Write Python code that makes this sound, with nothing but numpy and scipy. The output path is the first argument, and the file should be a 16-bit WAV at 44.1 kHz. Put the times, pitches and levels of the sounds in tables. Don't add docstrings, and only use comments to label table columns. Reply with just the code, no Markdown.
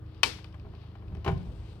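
import sys
import numpy as np
from scipy import signal
from scipy.fft import rfft, irfft, next_fast_len
from scipy.io import wavfile
from scipy.ndimage import map_coordinates

SR = 44100
rng = np.random.default_rng(int(sys.argv[2]) if len(sys.argv) > 2 else 0)


def digitize_waveform(pressure):
    field = np.atleast_2d(pressure).T
    bounded = np.clip(field, -1, 1)
    quanta = np.round(bounded * 32767).astype(np.int16)
    wavfile.write(sys.argv[1], SR, quanta)


N = 79380
T = np.arange(SR // 2) / SR

# (frequency [Hz], level [dB], t60 [s])
STRIP_MODES = [(387, -25, .18), (798, -18.5, 0.11), (921, -10.5, 0.14), (1086, -12.5, .07),
               (1190, -7, 0.047), (1690, -14.5, 0.028), (2320, -4, 0.11), (2537, 4.5, .045),
               (3043, -0.5, .055), (3650, -2.5, 0.023), (4085, -2, 0.037), (4430, -2, .035),
               (4790, -2.5, .04), (5560, 0, .022)]
# (frequency [Hz], density [dB])
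CRACK_COLOUR = [(200, -36), (420, -11), (1200, -2), (1900, -3), (3500, 5.5), (5600, -2), (6900, -22),
                (8300, -12), (12000, -25), (16000, -27.5)]


def snap():
    # (time [s], level [dB])
    hits = [(0.2319, -18), (.2335, -22), (.2384, -27.5)]
    # (frequency [Hz], density [dB])
    echo_colour = [(90, -13.5), (220, -4.5), (390, 2.5), (640, -6), (1100, -4), (1600, -5), (2600, -1),
                   (4500, -1), (5600, -3), (6600, -10.5), (8300, -11), (12000, -21), (15500, -33)]
    near, far = np.zeros(N), np.zeros(N)
    for time_s, db in hits:
        add(near, time_s, amp(db) * (ring(STRIP_MODES, scatter_db=1.1) + amp(10) * crack()))
    onset_s = hits[0][0]
    add(near, onset_s, amp(4) * click(CRACK_COLOUR))
    add(far, onset_s, amp(2.5) * click(echo_colour))
    return near, far


def crack():
    return noise(CRACK_COLOUR, len(T)) * fade(t60_s=0.025)


def seal_bumps():
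    # (time [s], slap [dB], tilt [dB/octave], thump [dB])
    bumps = [(.385, -48, 4, -65), (.443, -47, 3.5, -73), (.542, -47.5, 2.5, -57), (.648, -47.5, -4, -46),
             (.665, -49.5, -4, -51), (.735, -51, -0.5, -70), (.835, -55, 1.5, -59), (.952, -48.5, 1, -53),
             (1.022, -49.5, -2, -52), (1.055, -63, -5, -56), (1.122, -52, -2, -35.5),
             (1.148, -48, 2.5, -46), (1.168, -49, -2.5, -55), (1.246, -36, 4, -53), (1.2622, -25, 0, -30.5),
             (1.2772, -22, 1, -24.5), (1.286, -26.5, -2.5, -36.5), (1.2956, -34, -0.5, -28),
             (1.314, -44.5, 4.5, -27.5), (1.354, -52, -5.5, -31), (1.376, -58.5, 6.5, -37.5),
             (1.465, -53.5, -3.5, -47)]
    # (frequency [Hz], density [dB])
    slap_colour = [(80, -2.5), (300, -4), (900, 0), (1500, -6), (3000, -14), (5000, -27.5), (9000, -41),
                   (15000, -48)]
    # (frequency [Hz], level [dB], t60 [s])
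    liner_modes = [(389.2, 1.5, .12), (450, -18, 0.45), (634, -3.5, 0.12), (686, -3, 0.062),
                   (787.6, -1, 0.1), (941, -7.5, 0.1), (1050, -2, 0.058), (1478, -8.5, .05),
                   (1770, -22, 0.1), (2332, -5, 0.026), (3010, -8.5, .035)]
    # (frequency [Hz], level [dB], t60 [s])
    door_modes = [(56, -21, 0.3), (76, -1, 0.23), (103.5, -4, 0.19), (116, -1, 0.13), (150.3, -1.5, 0.18),
                  (177.9, -2.5, 0.28), (247, -17.5, 0.17), (311.2, -20.5, 0.22)]
    slap_attack_s, thump_attack_s = 0.0012, 0.0025
    out = np.zeros(N)
    for time_s, slap_db, tilt_db_oct, thump_db in bumps:
        envelope = fade(t60_s=0.065) * (1 - np.exp(-T / slap_attack_s))
        slap = amp(-0.5) * noise(slap_colour, len(T), tilt_db_oct) * envelope
        liner = amp(-5) * ring(liner_modes, scatter_db=0, tilt_db_oct=tilt_db_oct)
        thump = ring(door_modes, scatter_db=1) * (1 - np.exp(-T / thump_attack_s))
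        add(out, time_s, amp(slap_db) * (slap + liner) + amp(thump_db) * thump)
    return out


def ticks():
    # (time [s], level [dB])
    hits = [(0.063, -63), (0.146, -56.5), (.178, -59), (0.4433, -48), (0.5261, -56), (0.597, -56.5),
            (0.7502, -54.5), (0.816, -60), (0.9537, -61), (1.0818, -60), (1.1509, -56.5), (1.1697, -58.5),
            (1.246, -45.5), (1.3776, -52.5)]
    hardest_db = max(db for _, db in hits)
    hardening_db_per_db = 0.6
    finger_damping = fade(t60_s=0.06)
    out = np.zeros(N)
    for time_s, db in hits:
        crack_db = 4.5 + hardening_db_per_db * (db - hardest_db)
        strip = amp(-4.5) * ring(STRIP_MODES, scatter_db=3) * finger_damping
        add(out, time_s, amp(db) * (strip + amp(crack_db) * crack()))
    return out


def rubbing():
    # (time [s], level [dB])
    rub_levels = [(0, -73.5), (.14, -62.5), (.45, -68.5), (.68, -67), (.83, -59.5), (.93, -67),
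                  (1.08, -68.5), (1.22, -65), (1.38, -59.5), (1.55, -64.5), (1.7, -58.5), (1.8, -67.5)]
    # (frequency [Hz], density [dB])
    rub_colour = [(200, 2), (800, -2.5), (1700, -3.5), (3000, 3.5), (4800, -2), (6800, -23.5), (10000, -33),
                  (15000, -38)]
    # (time [s], level [dB])
    slide_levels = [(1.3, -97.5), (1.4, -75), (1.72, -73.5), (1.8, -79.5)]
    # (frequency [Hz], density [dB])
    slide_colour = [(3000, -25), (5800, 0), (7000, -5), (8500, -1), (10000, -12), (15000, -19)]
    grain = unit(amp(wobble(rate_hz=230)))
    rub = level(rub_levels) * noise(rub_colour, N)
    slide = level(slide_levels) * noise(slide_colour, N)
    return grain * (rub + slide)


def door_sway():
    # (time [s], level [dB])
    levels = [(0, -48.5), (.5, -55), (.68, -45.5), (.8, -58.5), (1.0, -53), (1.1, -40), (1.2, -42),
              (1.26, -53), (1.38, -40), (1.49, -38), (1.62, -44.5), (1.8, -49)]
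    # (frequency [Hz], density [dB])
    colour = [(20, -38.5), (33, -21.5), (50, 1.5), (70, 0), (100, -4), (180, -16.5), (260, -23.5),
              (400, -22.5), (700, -29.5), (1500, -44.5), (4000, -67)]
    return level(levels) * stereo_noise(colour)


def motor():
    # (shaft multiple, rms level [dB])
    lines = [(2, -55.5), (3, -50), (4, -49), (5, -57), (6, -62), (7, -63), (12, -62.5), (15, -71)]
    shaft_hz, waver_db, drift_rad = 26.33, 2, 0.34
    turns = shaft_hz * np.arange(N) / SR
    out = np.zeros(N)
    for multiple, db in lines:
        peak = np.sqrt(2) * amp(db + waver_db * wobble(rate_hz=5))
        phase = 2 * np.pi * (multiple * turns + rng.random())
        out += peak * np.sin(phase + drift_rad * wobble(rate_hz=4))
    return out


def room_air():
    # (frequency [Hz], density [dB])
    colour = [(20, -12), (50, -5), (100, -1), (220, -10.5), (400, -10.5), (600, -18.5), (1100, -20),
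              (2000, -29), (5000, -47.5), (9000, -76)]
    return amp(-53) * stereo_noise(colour)


def room(x):
    # (frequency [Hz], t60 [s])
    decay = [(100, .4), (400, 0.34), (1500, 0.36), (4000, 0.36), (9000, .29), (15000, 0.33)]
    build_s = 0.014
    hz, time_s, spectra = signal.stft(rng.standard_normal((2, len(T))), SR, nperseg=256)
    spectra *= amp(-60 * time_s / along(decay, hz)[:, None])
    tail = signal.istft(spectra, SR, nperseg=256)[1][:, :len(T)]
    tail *= 1 - np.exp(-(T / build_s) ** 2)
    return signal.fftconvolve(x[None], tail / np.linalg.norm(tail[0]), axes=1)[:, :N]


def ring(modes, scatter_db, tilt_db_oct=0):
    out = np.zeros(len(T))
    for k, (hz, db, t60_s) in enumerate(modes):
        gain = amp(db + scatter_db * rng.standard_normal() + tilt_db_oct * np.log2(hz / 1000))
        out += (-1) ** k * gain * fade(t60_s) * np.sin(2 * np.pi * hz * T)
    return out


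def click(colour):
    pulse = causal(1.0 * (T == 0), colour)
    return pulse / np.linalg.norm(pulse)


def noise(colour, count, tilt_db_oct=0):
    white = rng.standard_normal(count)
    return unit(filtered(white, lambda hz: amp(along(colour, hz) + tilt_db_oct * np.log2(hz + 1))))


def stereo_noise(colour):
    # (frequency [Hz], correlation)
    likeness = [(50, 0.99), (150, 0.92), (400, 0.81), (1500, .3), (5000, .1)]
    angle_rad = lambda hz: np.arccos(along(likeness, hz)) / 2
    mid = filtered(noise(colour, N), lambda hz: np.cos(angle_rad(hz)))
    side = filtered(noise(colour, N), lambda hz: np.sin(angle_rad(hz)))
    return np.array([mid + side, mid - side])


def filtered(x, response):
    n = x.shape[-1]
    size = next_fast_len(n + 8192)
    return irfft(rfft(x, size) * response(np.fft.rfftfreq(size, 1 / SR)), size)[..., :n]


def causal(x, points, size=2048):
    cepstrum = irfft(np.log(amp(along(points, np.fft.rfftfreq(size, 1 / SR)))))
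    cepstrum[1:size // 2] *= 2
    cepstrum[size // 2 + 1:] = 0
    return signal.fftconvolve(x, irfft(np.exp(rfft(cepstrum))))[:len(x)]


def amp(db):
    return 10 ** (np.asarray(db) / 20)


def unit(x):
    return x / np.sqrt(np.mean(x ** 2) + 1e-20)


def along(points, hz):
    knots_hz, values = np.transpose(points)
    return np.interp(np.log(hz + 1), np.log(knots_hz + 1), values)


def level(points):
    return amp(np.interp(np.arange(N) / SR, *np.transpose(points)))


def wobble(rate_hz):
    return map_coordinates(rng.standard_normal(1024), [np.arange(N) * rate_hz / SR], mode="wrap")


def fade(t60_s):
    return amp(-60 * T / t60_s)


def add(track, time_s, sound):
    part = track[round(time_s * SR):][:len(sound)]
    part += sound[:len(part)]


def scene():
    # (frequency [Hz], gain [dB])
    near_shade = [(300, 1), (1200, 1), (2500, -2), (6000, -2)]
    # (frequency [Hz], gain [dB])
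    room_send = [(60, -19), (300, -6), (1000, -13), (3000, -13), (6000, -7.5), (9000, -4.5), (15000, -9)]
    snapped, echo = snap()
    handling = ticks() + seal_bumps() + rubbing()
    near = snapped + handling
    background = door_sway() + motor() + room_air()
    direct = np.array([near, causal(near, near_shade)])
    return direct + room(echo) + room(causal(handling, room_send)) + background


def record(dry):
    # (frequency [Hz], gain [dB])
    port_shade = [(100, -0.55), (300, -1), (700, -6), (1300, -6), (2500, -11), (4500, -16.5), (6000, -21),
                  (7000, -31), (8500, -34), (11000, -18.5), (16000, -18)]
    hiss_db, top_hz = -82.5, 15800
    x = np.array([dry[0], causal(dry[1], port_shade)])
    x += amp(hiss_db) * rng.standard_normal((2, N))
    clipped = x / (1 + np.abs(x) ** 6) ** (1 / 6)
    return filtered(clipped, lambda hz: (1 - np.tanh((hz - top_hz) / 150)) / 2)


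dry = scene()
out = record(dry)
digitize_waveform(out)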